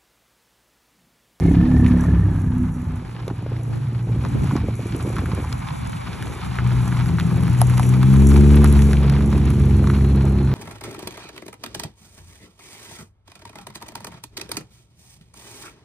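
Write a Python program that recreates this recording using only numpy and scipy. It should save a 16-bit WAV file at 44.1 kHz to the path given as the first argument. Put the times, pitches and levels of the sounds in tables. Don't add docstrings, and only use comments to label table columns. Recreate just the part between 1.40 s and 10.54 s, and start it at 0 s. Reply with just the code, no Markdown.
import sys
import numpy as np
from scipy import signal
from scipy.fft import rfft, irfft
from scipy.io import wavfile

SR = 44100
rng = np.random.default_rng(int(sys.argv[2]) if len(sys.argv) > 2 else 0)


def unload_wav(signal):
    wavfile.write(
        sys.argv[1],
        SR,
        np.round(np.clip(np.atleast_2d(signal).T, -1, 1) * 32767).astype(np.int16),
    )


N = 403074

# (time [s], crank rate [Hz], level [dB], brightness [dB/octave])
HATCH_COURSE = [(0.0, 32.7, -16.5, -4), (0.1, 34.4, -23.5, 8), (0.19, 34.44, -17, -3.5),
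                (0.31, 36.08, -19, 0), (0.46, 35.23, -19.5, -2.5), (0.6, 35, -20.5, -0.5),
                (0.655, 35.05, -20, -10.5), (0.72, 35.8, -19.5, -2.5), (0.78, 33.6, -18, -13),
                (0.85, 33.48, -24.5, -4.5), (0.93, 32.6, -25, -6), (1.12, 30.87, -24, -3),
                (1.35, 30.86, -30, -3), (1.6, 30.82, -35.5, -4.5), (1.75, 30.6, -54, -4)]
# (multiple of crank rate, level [dB])
HATCH_ORDERS = [(1, 5), (1.5, -2), (2, 5.5), (2.5, -11), (3, 0), (3.5, -13), (4, -4.5), (4.5, -17),
                (5, -0.5), (5.5, -9.5), (6, -1.5), (7, -0.5), (7.5, -24), (8, -1), (8.5, -11.5), (9, -3.5),
                (10, -12), (11, 0.5), (12, -15)]
# (frequency [Hz], gain [dB])
HATCH_PIPE = [(30, -14.5), (62, -9.5), (70, -4.5), (105, -2), (140, -3.5), (172, 1), (211, -11.5),
              (226, -28.5), (247, 2.5), (265, -10), (283, -10), (310, -6), (400, -24)]
# (time [s], firing rate [Hz], level [dB], brightness [dB/octave])
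COUPE_COURSE = [(1.6, 59.93, -35, -10), (2.3, 57.97, -31.5, -24), (2.55, 58.56, -25, -13),
                (2.8, 57.06, -28.5, 0.5), (3.05, 56.98, -28, 1.5), (3.3, 57.58, -35.5, 1),
                (4.0, 57.16, -38, 2), (4.55, 60.1, -35, -12), (5.0, 60.88, -39.5, -5),
                (5.23, 61.6, -20, -11.5), (5.74, 60.67, -24.5, -0.5), (6.06, 62.1, -20, -5.5),
                (6.3, 61.94, -15.5, -12.5), (6.47, 62.2, -17, -2.5), (6.56, 63.77, -15.5, -2),
                (6.67, 65.35, -13, -4), (6.8, 67.95, -13.5, 0.5), (7.0, 70.75, -14.5, 3.5),
                (7.22, 72.84, -14, 4), (7.37, 70.7, -17, 0.5), (7.6, 69.95, -18.5, -1),
                (8.0, 69.66, -20, 1), (8.67, 68.06, -21, 3), (9.14, 66.87, -19.5, -1)]
# (thirds of firing rate, level [dB])
COUPE_ORDERS = [(2, -14), (3, -1.5), (4, -27), (5, -31), (6, 1), (7, -39), (8, -42), (9, -0.5), (10, -22),
                (11, -29), (12, -5), (13, -13), (14, -17), (15, -5), (16, -10), (17, -38), (18, -2),
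                (21, -9.5), (24, -38)]
# (frequency [Hz], gain [dB])
COUPE_PIPE = [(40, -22), (62, -15), (66, -9), (68, 5), (72, 5), (100, 6.5), (122, 0), (142, -2),
              (183, -5.5), (212, -3.5), (243, -9), (285, -9), (305, -21.5), (355, -11.5), (380, -17.5),
              (430, -20), (560, -25)]
# (time [s], pulse rate [Hz], level [dB], drone centre [Hz], most that tones fall off it [dB])
FAR_COURSE = [(2, 26.04, -35, 129, 8), (2.15, 29.4, -30.5, 146, 10), (2.3, 28.9, -30.5, 143, 22),
              (2.45, 26.97, -20, 135, 23), (2.6, 25.62, -30, 128, 19), (2.85, 26.36, -20.5, 133, 21),
              (3.1, 27.0, -20.5, 139, 17), (3.3, 25.8, -32, 121, 4), (3.6, 27.2, -52, 135.8, 15),
              (5.0, 21.64, -54, 129, -9), (5.38, 24.5, -28.5, 146, 8), (5.55, 27.06, -27, 160, 14),
              (5.75, 27.76, -15.5, 167.1, 21.5), (6.1, 28.03, -20, 167.1, 12), (6.3, 28.24, -27, 86.1, 14),
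              (6.7, 28.03, -33, 86.4, 14), (7.2, 27.34, -29, 165, 5), (7.6, 27.66, -21, 166.3, 19),
              (7.85, 27.9, -23.5, 168.2, 10), (8.05, 29.52, -22, 153.2, 6.5), (8.25, 30.14, -24, 92.3, 7),
              (8.45, 31.82, -20, 99.9, 10.5), (8.8, 32.8, -30, 124.4, 3), (9.14, 33.16, -33, 124.9, -1.5)]
# (multiple of pulse rate, level [dB])
FAR_ORDERS = [(1, -13), (2, -29), (3, 4.5), (3.5, -26), (4, 2.5), (4.5, -13), (5, -3.5), (6, -5), (7, -8),
              (8, -3.5), (10, -10), (11, -8.5)]
# (time [s], rumble level [dB], low roar level [dB])
EXHAUST_NOISE = [(0, -19.5, -29), (0.3, -23.5, -32), (0.64, -24, -36), (1.3, -27, -45), (1.7, -34.5, -45),
                 (2.6, -31.5, -45), (3.0, -21, -42), (3.4, -26.5, -44), (3.75, -24.5, -39), (4.3, -27, -49),
                 (4.9, -32, -41), (5.35, -26, -40), (6.3, -26, -38), (6.7, -27, -36), (7.1, -29, -33.5),
                 (7.7, -29, -34.5), (8.2, -24.5, -35), (8.6, -26, -34.5), (9.14, -27, -35)]
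# (frequency [Hz], density [dB per Hz])
RUMBLE_SPECTRUM = [(20, -22), (35, -16), (50, 2.5), (75, 4), (120, 3.5), (180, -2), (260, -10.5),
                   (340, -24.5), (480, -65)]
# (frequency [Hz], density [dB per Hz])
ROAR_SPECTRUM = [(200, -8), (330, 4.5), (450, -2), (600, -8.5), (760, -8), (950, -14)]
# (low edge [Hz], high edge [Hz], lean end [s], lead end [s],
# left minus right [dB], left lead [rad])
BASS_LEAN = [(20, 95, 7.65, 8.3, 1.8, .4), (95, 160, 6.95, 7.55, 3.2, .57),
             (160, 260, 6.55, 7.15, 3.0, .75), (260, 450, 6.2, 6.75, .8, .72)]
# (time [s], tyre level [dB], hiss re tyres [dB], fine grit re tyres [dB])
ROAD = [(0.0, -44, -4, -5.5), (0.58, -40.5, -10, -10.5), (1.32, -46, -13.5, -10.5), (1.7, -48, -6, -9),
        (2.67, -47, -6, -8.5), (3.08, -40.5, -6.5, -6.5), (3.33, -48, -4, -5.5), (3.46, -44, -3.5, -3),
        (4.15, -40, -8.5, -9), (4.53, -42.5, -4.5, -5), (5.5, -36.5, -7.5, -9), (5.83, -40, -6, -5.5),
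        (7.15, -37, -4, -2), (7.81, -39.5, -5, -9), (8.15, -42, -4.5, -6), (9.09, -40, -7.5, -10),
        (9.14, -38, -9, -14)]
# (frequency [Hz], density [dB per Hz])
TYRE_SPECTRUM = [(700, -2), (860, 5), (1270, 2.5), (1700, -2.5), (2050, -8)]
# (frequency [Hz], density [dB per Hz])
HISS_SPECTRUM = [(2000, -8.5), (2350, -1.5), (2750, -5), (3150, -6), (3600, -6.5), (4300, -8.5),
                 (4900, -8.5)]
# (frequency [Hz], density [dB per Hz])
GRIT_SPECTRUM = [(5000, -52), (5600, -8.5), (6500, -9), (8000, -5.5), (9500, -5), (10800, -3), (11800, -16),
                 (12500, -23), (13200, -41)]
# (time [s], knock peak [dB], pitch [Hz], snap [dB], treble crack [dB])
STONES = [(0.464, -21, 1750, -43, -47), (0.596, -31, 896, -41, -57), (0.639, -25, 900, -35, -48),
          (1.88, -34, 910, -27, -41), (1.901, -27, 790, -50, -57), (2.85, -21.5, 970, -30.5, -57),
          (3.111, -21, 950, -48, -57), (3.165, -22.5, 890, -22.5, -51), (3.524, -31, 1355, -27, -53),
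          (3.599, -28, 964, -48, -57), (3.766, -21.5, 1170, -27, -49), (3.784, -20.5, 980, -29, -40),
          (3.791, -28, 1400, -34, -55), (3.858, -23, 1320, -37, -44), (3.893, -34, 900, -44, -55),
          (4.042, -28, 690, -45, -55), (4.048, -25, 880, -33, -48), (4.127, -35, 1230, -18, -40),
          (4.825, -24, 1336, -25, -34), (4.989, -32, 1213, -50, -56), (5.187, -15, 1142, -48, -53),
          (5.307, -27, 1300, -41, -49), (5.365, -33, 1500, -44, -49), (5.513, -42, 1237, -44, -53),
          (5.525, -22.5, 1113, -37, -48), (5.572, -26, 905, -26, -49), (5.66, -27.5, 1183, -29, -37),
          (5.785, -19, 1040, -36, -50), (5.79, -26, 1300, -30, -50), (5.7988, -21, 1146, -17, -36),
          (5.809, -25, 1800, -30, -50), (5.912, -26.5, 800, -50, -53), (6.035, -25.5, 960, -37, -33),
          (6.08, -23.5, 1000, -43, -38), (6.149, -28, 1413, -42, -44), (6.2159, -11, 680, -36, -12.5),
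          (6.226, -37, 1510, -40, -35), (6.298, -26, 1350, -34, -29), (6.374, -25, 1830, -36, -36),
          (6.3787, -25, 928, -19, -30), (6.396, -13, 730, -23, -28.5), (6.4308, -22, 1900, -41, -32),
          (6.566, -27, 850, -38, -50), (6.63, -16.5, 1050, -21, -32), (6.74, -22.5, 966, -42, -32),
          (6.821, -35, 780, -31, -31), (6.918, -20.5, 1040, -23, -38), (7.157, -40, 1028, -39, -27),
          (7.219, -25, 881, -30, -36), (7.2435, -13.5, 1070, -22, -18.5), (7.326, -38, 1196, -39, -24),
          (7.392, -20.5, 1494, -28, -30), (7.42, -36, 1205, -23, -40), (7.532, -19, 1400, -21, -30),
          (7.57, -24, 1800, -45, -53), (7.698, -27, 1298, -21.5, -35), (7.725, -27, 1115, -32, -48),
          (7.765, -25, 1600, -45, -55), (7.808, -25, 1146, -42, -60), (7.928, -22.5, 900, -26.5, -51),
          (8.104, -30, 933, -25, -30), (8.442, -25, 1000, -38, -40), (8.4725, -21, 1049, -22, -50),
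          (8.5, -18, 1201, -28, -44)]
# (time [s], peak [dB], pitch [Hz])
THUMPS = [(0.686, -13, 129.5), (1.537, -30, 230), (1.879, -20.5, 340.7), (1.91, -21.5, 242),
          (2.063, -23.5, 383), (2.119, -24, 332), (2.523, -24, 183.5), (2.696, -26, 268.9),
          (2.761, -24, 238.8), (2.952, -21, 232), (3.06, -34, 199.7), (3.123, -21, 198.6),
          (3.134, -22, 209), (3.155, -11, 245), (3.197, -32, 213), (3.241, -20.5, 240), (3.278, -33, 200.7),
          (3.285, -19.5, 373), (3.393, -23.5, 336), (3.457, -23, 257), (3.536, -25, 199.6),
          (3.548, -19, 236), (3.649, -21.5, 302), (3.662, -20, 253), (3.676, -19.5, 231),
          (3.702, -22.5, 333), (3.78, -25, 217), (3.793, -24, 190), (3.82, -27, 299), (3.836, -19.5, 204),
          (3.888, -24.5, 252), (3.933, -24.5, 326), (3.977, -22.5, 326), (3.987, -26, 302), (4.0, -25, 260)]
# (start [s], end [s], rise [dB])
OPPOSED_SPELLS = [(-0.3, 0.702, 7.5), (2.843, 3.067, 7.5), (3.454, 4.048, 7.5), (4.129, 4.656, 13),
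                  (4.997, 5.194, 9), (6.031, 6.196, 8)]
# (start [s], end [s], level [dB])
BUFFETS = [(1.651, 1.8, -46), (2.28, 2.42, -39), (2.847, 3.048, -30), (4.15, 4.949, -38),
           (5.002, 5.35, -41)]
# (start [s], end [s], centre [Hz], width [Hz], level [dB], fade [s])
WHINES = [(8.2, 10, 4150, 100, -56, .2), (0, 0.11, 2150, 83, -46, .02), (2.6, 5.6, 2300, 220, -53, .6),
          (4.1, 5.3, 3500, 120, -60, .3), (4.1, 5.9, 3720, 90, -62, .3)]
# (frequency [Hz], correlation [0-1])
LIKENESS = [(60, 1), (250, 1), (600, 0.82), (1200, 0.94), (3000, 0.75), (8000, 0.98), (12000, 1)]
# (frequency [Hz], left lead [rad])
PORT_PHASE = [(0, 0), (40, -.02), (260, -.12), (560, .1), (850, -.1), (2500, .6), (4130, .95), (4880, 3.14),
              (5600, 6.15), (6200, 6.5), (8440, 9.1), (9560, 9.65), (11500, 11.7), (11800, 12.57),
              (13000, 13.2)]
# (frequency [Hz], left minus right [dB])
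PORT_BALANCE = [(60, 0), (130, -0.5), (200, -0.9), (350, -2), (640, -0.6), (1150, -1.4), (2500, 0),
                (12000, 0)]

PIVOT_HZ = 130
SMEAR_HZ, BASS_LAG_RAD, TREBLE_LEAD_RAD = 70, 5.3, .25
WHISTLE_HZ, WHISTLE_SAG_HZ_PER_S, WHISTLE_WAVER_HZ = 1790, 90, 55
WHISTLE_DB, WHISTLE_TOP_S, WHISTLE_RISE_DB_PER_S, WHISTLE_FALL_DB_PER_S = -42, 0.5, 12, 20
WHISTLE_THROB, WHISTLE_FLUTTER = .8, .6
FAR_FALL_DB_PER_OCTAVE = 50
RASP = .55
LEAN_START_S, LEAN_FADE_S = 4.6, .25
KNOCK_CYCLES, KNOCK_DROP, KNOCK_DROP_CYCLES = 3.7, 1.2, .55
BOUNCE_S, BOUNCE_LOSS_DB = (.004, .008), 8
SCATTER_DB, SCATTER_T60_S = -9, .075
THUMP_CYCLES, THUMP_DROP, THUMP_DROP_S = 2.3, .55, .004
THUMP_TAIL_DB, THUMP_TAIL_T60_S = -6, .08
GUSTY_S, WEAK_GUST_DB, WEAK_GUST_HZ = (2.6, 4.05), (-36, -27), (180, 380)
OPPOSED_DB, SPELL_EDGE_S = -52.5, 0.024
ROAR_SINKS_FROM_DB, ROAR_SINK_DB_PER_DB = 7.5, 6.7
CUTOFF_HZ = 15600
BURST_SAMPLES = 1500


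def from_db(db):
    return 10 ** (np.asarray(db) / 20)


def rms_one(x):
    return x / np.sqrt(np.mean(x ** 2) + 1e-20)


def clock_s():
    return np.arange(N) / SR


def in_time(rows):
    times_s, *columns = np.transpose(rows)
    return [np.interp(clock_s(), times_s, column) for column in columns]


def at_hz(points, hz):
    points_hz, values = np.transpose(points)
    return np.interp(np.log(hz), np.log(points_hz), values)


def hold(start_s, end_s, edge_s):
    t = clock_s()
    return np.clip(np.minimum(t - start_s, end_s - t) / edge_s + .5, 0, 1)


def drift(rate_hz):
    pole = np.exp(-80 * np.pi * rate_hz / SR)
    noise = rng.standard_normal(N // 40 + 2002)
    slow = signal.lfilter([1], [1, -2 * pole, pole * pole], noise)[2000:]
    return np.interp(np.arange(N) / 40, np.arange(len(slow)), rms_one(slow))


def band(x, low_hz, high_hz):
    return signal.sosfilt(signal.butter(2, [low_hz, high_hz], "band", fs=SR, output="sos"), x)


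def coloured(spectrum, source):
    hz = np.maximum(np.fft.rfftfreq(N, 1 / SR), 1)
    alike = np.clip(at_hz(LIKENESS, hz), 0, .99)
    octaves_outside = np.abs(np.log2(hz / np.clip(hz, spectrum[0][0], spectrum[-1][0])))
    mid, side = rfft(source) * from_db(at_hz(spectrum, hz) - 40 * octaves_outside)
    pair = np.sqrt(1 + alike) * mid + np.sqrt(1 - alike) * side * [[1], [-1]]
    return rms_one(irfft(pair, N))


def gritty(per_s, spread_db, share, flicker_db, crunch_s):
    sizes = from_db(spread_db * np.minimum(rng.exponential(1, N), 3.5))
    starts = sizes * (rng.random(N) < per_s * from_db(3.5 * drift(5)) / SR)
    crunch = signal.lfilter([1], [1, -np.exp(-1 / (crunch_s * SR))], starts)
    swell = (1 + share * rms_one(crunch)) * from_db(flicker_db * drift(14.3))
    return rng.standard_normal((2, N)) * swell


def wavelet(hz, cycles, drop, drop_s):
    t = np.arange(BURST_SAMPLES) / SR
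    turns = np.cumsum(hz * (1 + drop * np.exp(-t / drop_s))) / SR
    envelope = np.sin(np.pi * np.clip(turns / cycles, 0, 1) ** .7)
    shape = envelope * np.sin(2 * np.pi * turns)
    return shape / np.abs(shape).max()


def burst(low_hz, high_hz, t60_s):
    t = np.arange(BURST_SAMPLES) / SR
    struck = rng.standard_normal(BURST_SAMPLES) * from_db(-60 * t / t60_s)
    struck[0] += 4 * np.sqrt(SR / (high_hz - low_hz)) / 3
    rung = band(struck, low_hz, high_hz)
    return rung / np.abs(rung).max()


def exhaust(pipe, tilt_db):
    return lambda hz: at_hz(pipe, hz) + tilt_db * np.log2(np.maximum(hz / PIVOT_HZ, 1))


def engine(base_hz, level_db, orders, pipe_db, wobble_db, wander_rad):
    phase, out = 2 * np.pi * np.cumsum(base_hz) / SR, np.zeros(N)
    for order, order_db in orders:
        tone_hz = order * base_hz
        wobble = wobble_db * (drift(4.5) + 0.67 * drift(22))
        tone_db = level_db + order_db + pipe_db(tone_hz) + wobble
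        smear = TREBLE_LEAD_RAD * (tone_hz / SMEAR_HZ) ** 2 - BASS_LAG_RAD * (SMEAR_HZ / tone_hz) ** 2
        wander = wander_rad * np.sqrt(order) * drift(2.6)
        out += from_db(tone_db) * np.sqrt(2) * np.cos(order * phase + wander + smear)
    return out


def hatchback():
    crank_hz, level_db, tilt_db = in_time(HATCH_COURSE)
    drone = engine(crank_hz, level_db, HATCH_ORDERS, exhaust(HATCH_PIPE, tilt_db), 2.6, .24)
    fade = np.clip((1.95 - clock_s()) / 0.29, 0, 1)
    return fade * drone + intake_whistle(crank_hz)


def intake_whistle(crank_hz):
    t = clock_s()
    rise_db, fall_db = WHISTLE_RISE_DB_PER_S * (t - WHISTLE_TOP_S), WHISTLE_FALL_DB_PER_S * (WHISTLE_TOP_S - t)
    level_db = WHISTLE_DB + np.minimum(rise_db, fall_db)
    throb = 1 + WHISTLE_THROB * np.cos(2 * np.pi * np.cumsum(crank_hz) / SR)
    flutter = 1 + WHISTLE_FLUTTER * drift(123)
    pitch_hz = WHISTLE_HZ - WHISTLE_SAG_HZ_PER_S * t + WHISTLE_WAVER_HZ * drift(34)
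    return flutter * throb * np.sin(2 * np.pi * np.cumsum(pitch_hz) / SR) * from_db(level_db)


def coupe():
    firing_hz, level_db, tilt_db = in_time(COUPE_COURSE)
    fade_in = np.clip((clock_s() - 1.4) / 0.37, 0, 1)
    pipe_db = exhaust(COUPE_PIPE, tilt_db)
    return fade_in * engine(firing_hz / 3, level_db, COUPE_ORDERS, pipe_db, 1.3, .08)


def far_car():
    pulse_hz, level_db, centre_hz, most_db = in_time(FAR_COURSE)
    fade_in = np.clip((clock_s() - 1.85) / 0.052, 0, 1)

    def near_centre_db(hz):
        return -np.minimum(FAR_FALL_DB_PER_OCTAVE * np.abs(np.log2(hz / centre_hz)), most_db)

    return fade_in * engine(pulse_hz, level_db, FAR_ORDERS, near_centre_db, 1.2, .08)


def exhaust_rumble(level_db):
    source = rng.standard_normal((2, N)) * from_db(2.5 * drift(16.5))
    return from_db(level_db) * coloured(RUMBLE_SPECTRUM, source)


def exhaust_roar(level_db):
    return from_db(level_db) * pulses() * coloured(ROAR_SPECTRUM, gritty(60, 3.0, .25, 2.0, .004))


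def pulses():
    hatch_on = clock_s() < HATCH_COURSE[-1][0]
    pulse_hz = np.where(hatch_on, in_time(HATCH_COURSE)[0], in_time(COUPE_COURSE)[0])
    return 1 + RASP * np.cos(2 * np.pi * np.cumsum(pulse_hz) / SR + .5 * drift(8))


def lean(x):
    hz, spectrum, out = np.fft.rfftfreq(N, 1 / SR), rfft(x), x.copy()
    for low_hz, high_hz, lean_end_s, lead_end_s, lean_db, lead_rad in BASS_LEAN:
        part = spectrum * ((hz >= low_hz) & (hz < high_hz))
        halves = np.array([[.5], [-.5]])
        gain = from_db(lean_db * hold(LEAN_START_S, lean_end_s, LEAN_FADE_S) * halves)
        phase = lead_rad * hold(LEAN_START_S, lead_end_s, LEAN_FADE_S) * halves
        out += (gain * np.cos(phase) - 1) * irfft(part, N)
        out += gain * np.sin(phase) * irfft(1j * part, N)
    return out


def tyres_on_gravel():
    tyres_db, hiss_db, grit_db = in_time(ROAD)
    crunching = gritty(70, 4.5, .42, 1.3, .004)
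    tyres = coloured(TYRE_SPECTRUM, crunching)
    hiss = from_db(hiss_db) * coloured(HISS_SPECTRUM, crunching)
    grit_gain = from_db(grit_db + 1.5 * drift(3))
    grit = grit_gain * coloured(GRIT_SPECTRUM, gritty(30, 5.0, .45, 1.3, .002))
    return from_db(tyres_db) * (tyres + hiss + grit)


def stones():
    out = np.zeros(N + 3000)
    for start_s, peak_db, hz, snap_db, crack_db in STONES:
        i = round(start_s * SR)
        hit = out[i:i + BURST_SAMPLES]
        hit += from_db(peak_db + SCATTER_DB) * burst(hz * .55, hz * 2.0, SCATTER_T60_S)
        gaps_s, detunes = rng.uniform(*BOUNCE_S, size=3), rng.uniform(.93, 1.07, size=3)
        for touch, (gap_s, detune) in enumerate(zip(gaps_s, detunes)):
            j = i + round(touch * gap_s * SR)
            knock = wavelet(hz * detune, KNOCK_CYCLES, KNOCK_DROP, KNOCK_DROP_CYCLES / hz)
            out[j:j + BURST_SAMPLES] += from_db(peak_db - BOUNCE_LOSS_DB * touch) * knock
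        hit += from_db(snap_db) * burst(1200, 5600, .016)
        crack = burst(3500, 8600, .006)
        crack += 3.2 * band(burst(9600, 11500, .005), 9400, 11300)
        crack += .03 * burst(11800, 16000, .003)
        hit += from_db(crack_db) * crack
    return out[:N]


def thumps():
    out = np.zeros(N + BURST_SAMPLES)
    weak = rng.uniform(*np.transpose([GUSTY_S, WEAK_GUST_DB, WEAK_GUST_HZ]), size=(26, 3))
    for start_s, peak_db, hz in [*THUMPS, *weak]:
        i = round(start_s * SR)
        push = from_db(peak_db) * wavelet(hz, THUMP_CYCLES, THUMP_DROP, THUMP_DROP_S)
        tail = from_db(peak_db + THUMP_TAIL_DB) * burst(hz * .6, hz * 2.2, THUMP_TAIL_T60_S)
        out[i:i + BURST_SAMPLES] += push + tail
    return out[:N]


def buffets():
    gain = sum(from_db(db) * hold(start_s, end_s, SPELL_EDGE_S) for start_s, end_s, db in BUFFETS)
    lumps = band(rng.standard_normal(N), 45, 260) * from_db(4.4 * drift(12))
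    return gain * rms_one(lumps) * [[1], [-1]]


def spells_db():
    return sum(db * hold(start_s, end_s, SPELL_EDGE_S) for start_s, end_s, db in OPPOSED_SPELLS)


def opposed_noise(rise_db):
    noise = band(band(rng.standard_normal(N), 220, 1400), 200, 1270)
    lumps = noise * from_db(2.4 * drift(15))
    return from_db(OPPOSED_DB + rise_db) * rms_one(lumps) * [[1], [-1]]


def whines():
    t, out = clock_s(), np.zeros(N)
    for start_s, end_s, hz, width_hz, level_db, fade_s in WHINES:
        fade = np.clip(np.minimum(t - start_s, end_s - t) / fade_s, 0, 1)
        tone = band(rng.standard_normal(N), hz - width_hz / 2, hz + width_hz / 2)
        out += fade * from_db(level_db) * rms_one(tone)
    return out


def scene():
    rumble_db, roar_db = in_time(EXHAUST_NOISE)
    rise_db = spells_db()
    roar_db = roar_db - ROAR_SINK_DB_PER_DB * np.maximum(rise_db - ROAR_SINKS_FROM_DB, 0)
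    engines = hatchback() + coupe() + far_car()
    cars = lean(engines + exhaust_rumble(rumble_db) + exhaust_roar(roar_db))
    gravel = tyres_on_gravel() + stones()
    return cars + gravel + thumps() + buffets() + opposed_noise(rise_db) + whines()


def record(dry):
    hz = np.fft.rfftfreq(N, 1 / SR)
    lead_rad = np.interp(hz, *np.transpose(PORT_PHASE))
    half_shift = np.exp(.5j * lead_rad) * from_db(at_hz(PORT_BALANCE, hz + 1) / 2)
    wet = irfft(rfft(dry) * half_shift ** [[1], [-1]], N)
    wet = signal.sosfilt(signal.butter(2, 42, "high", fs=SR, output="sos"), wet)
    rounded = 1.3 * np.tanh(wet / 1.3)
    return signal.sosfilt(signal.cheby2(10, 60, CUTOFF_HZ, fs=SR, output="sos"), rounded)


dry = scene()
out = record(dry)
unload_wav(out)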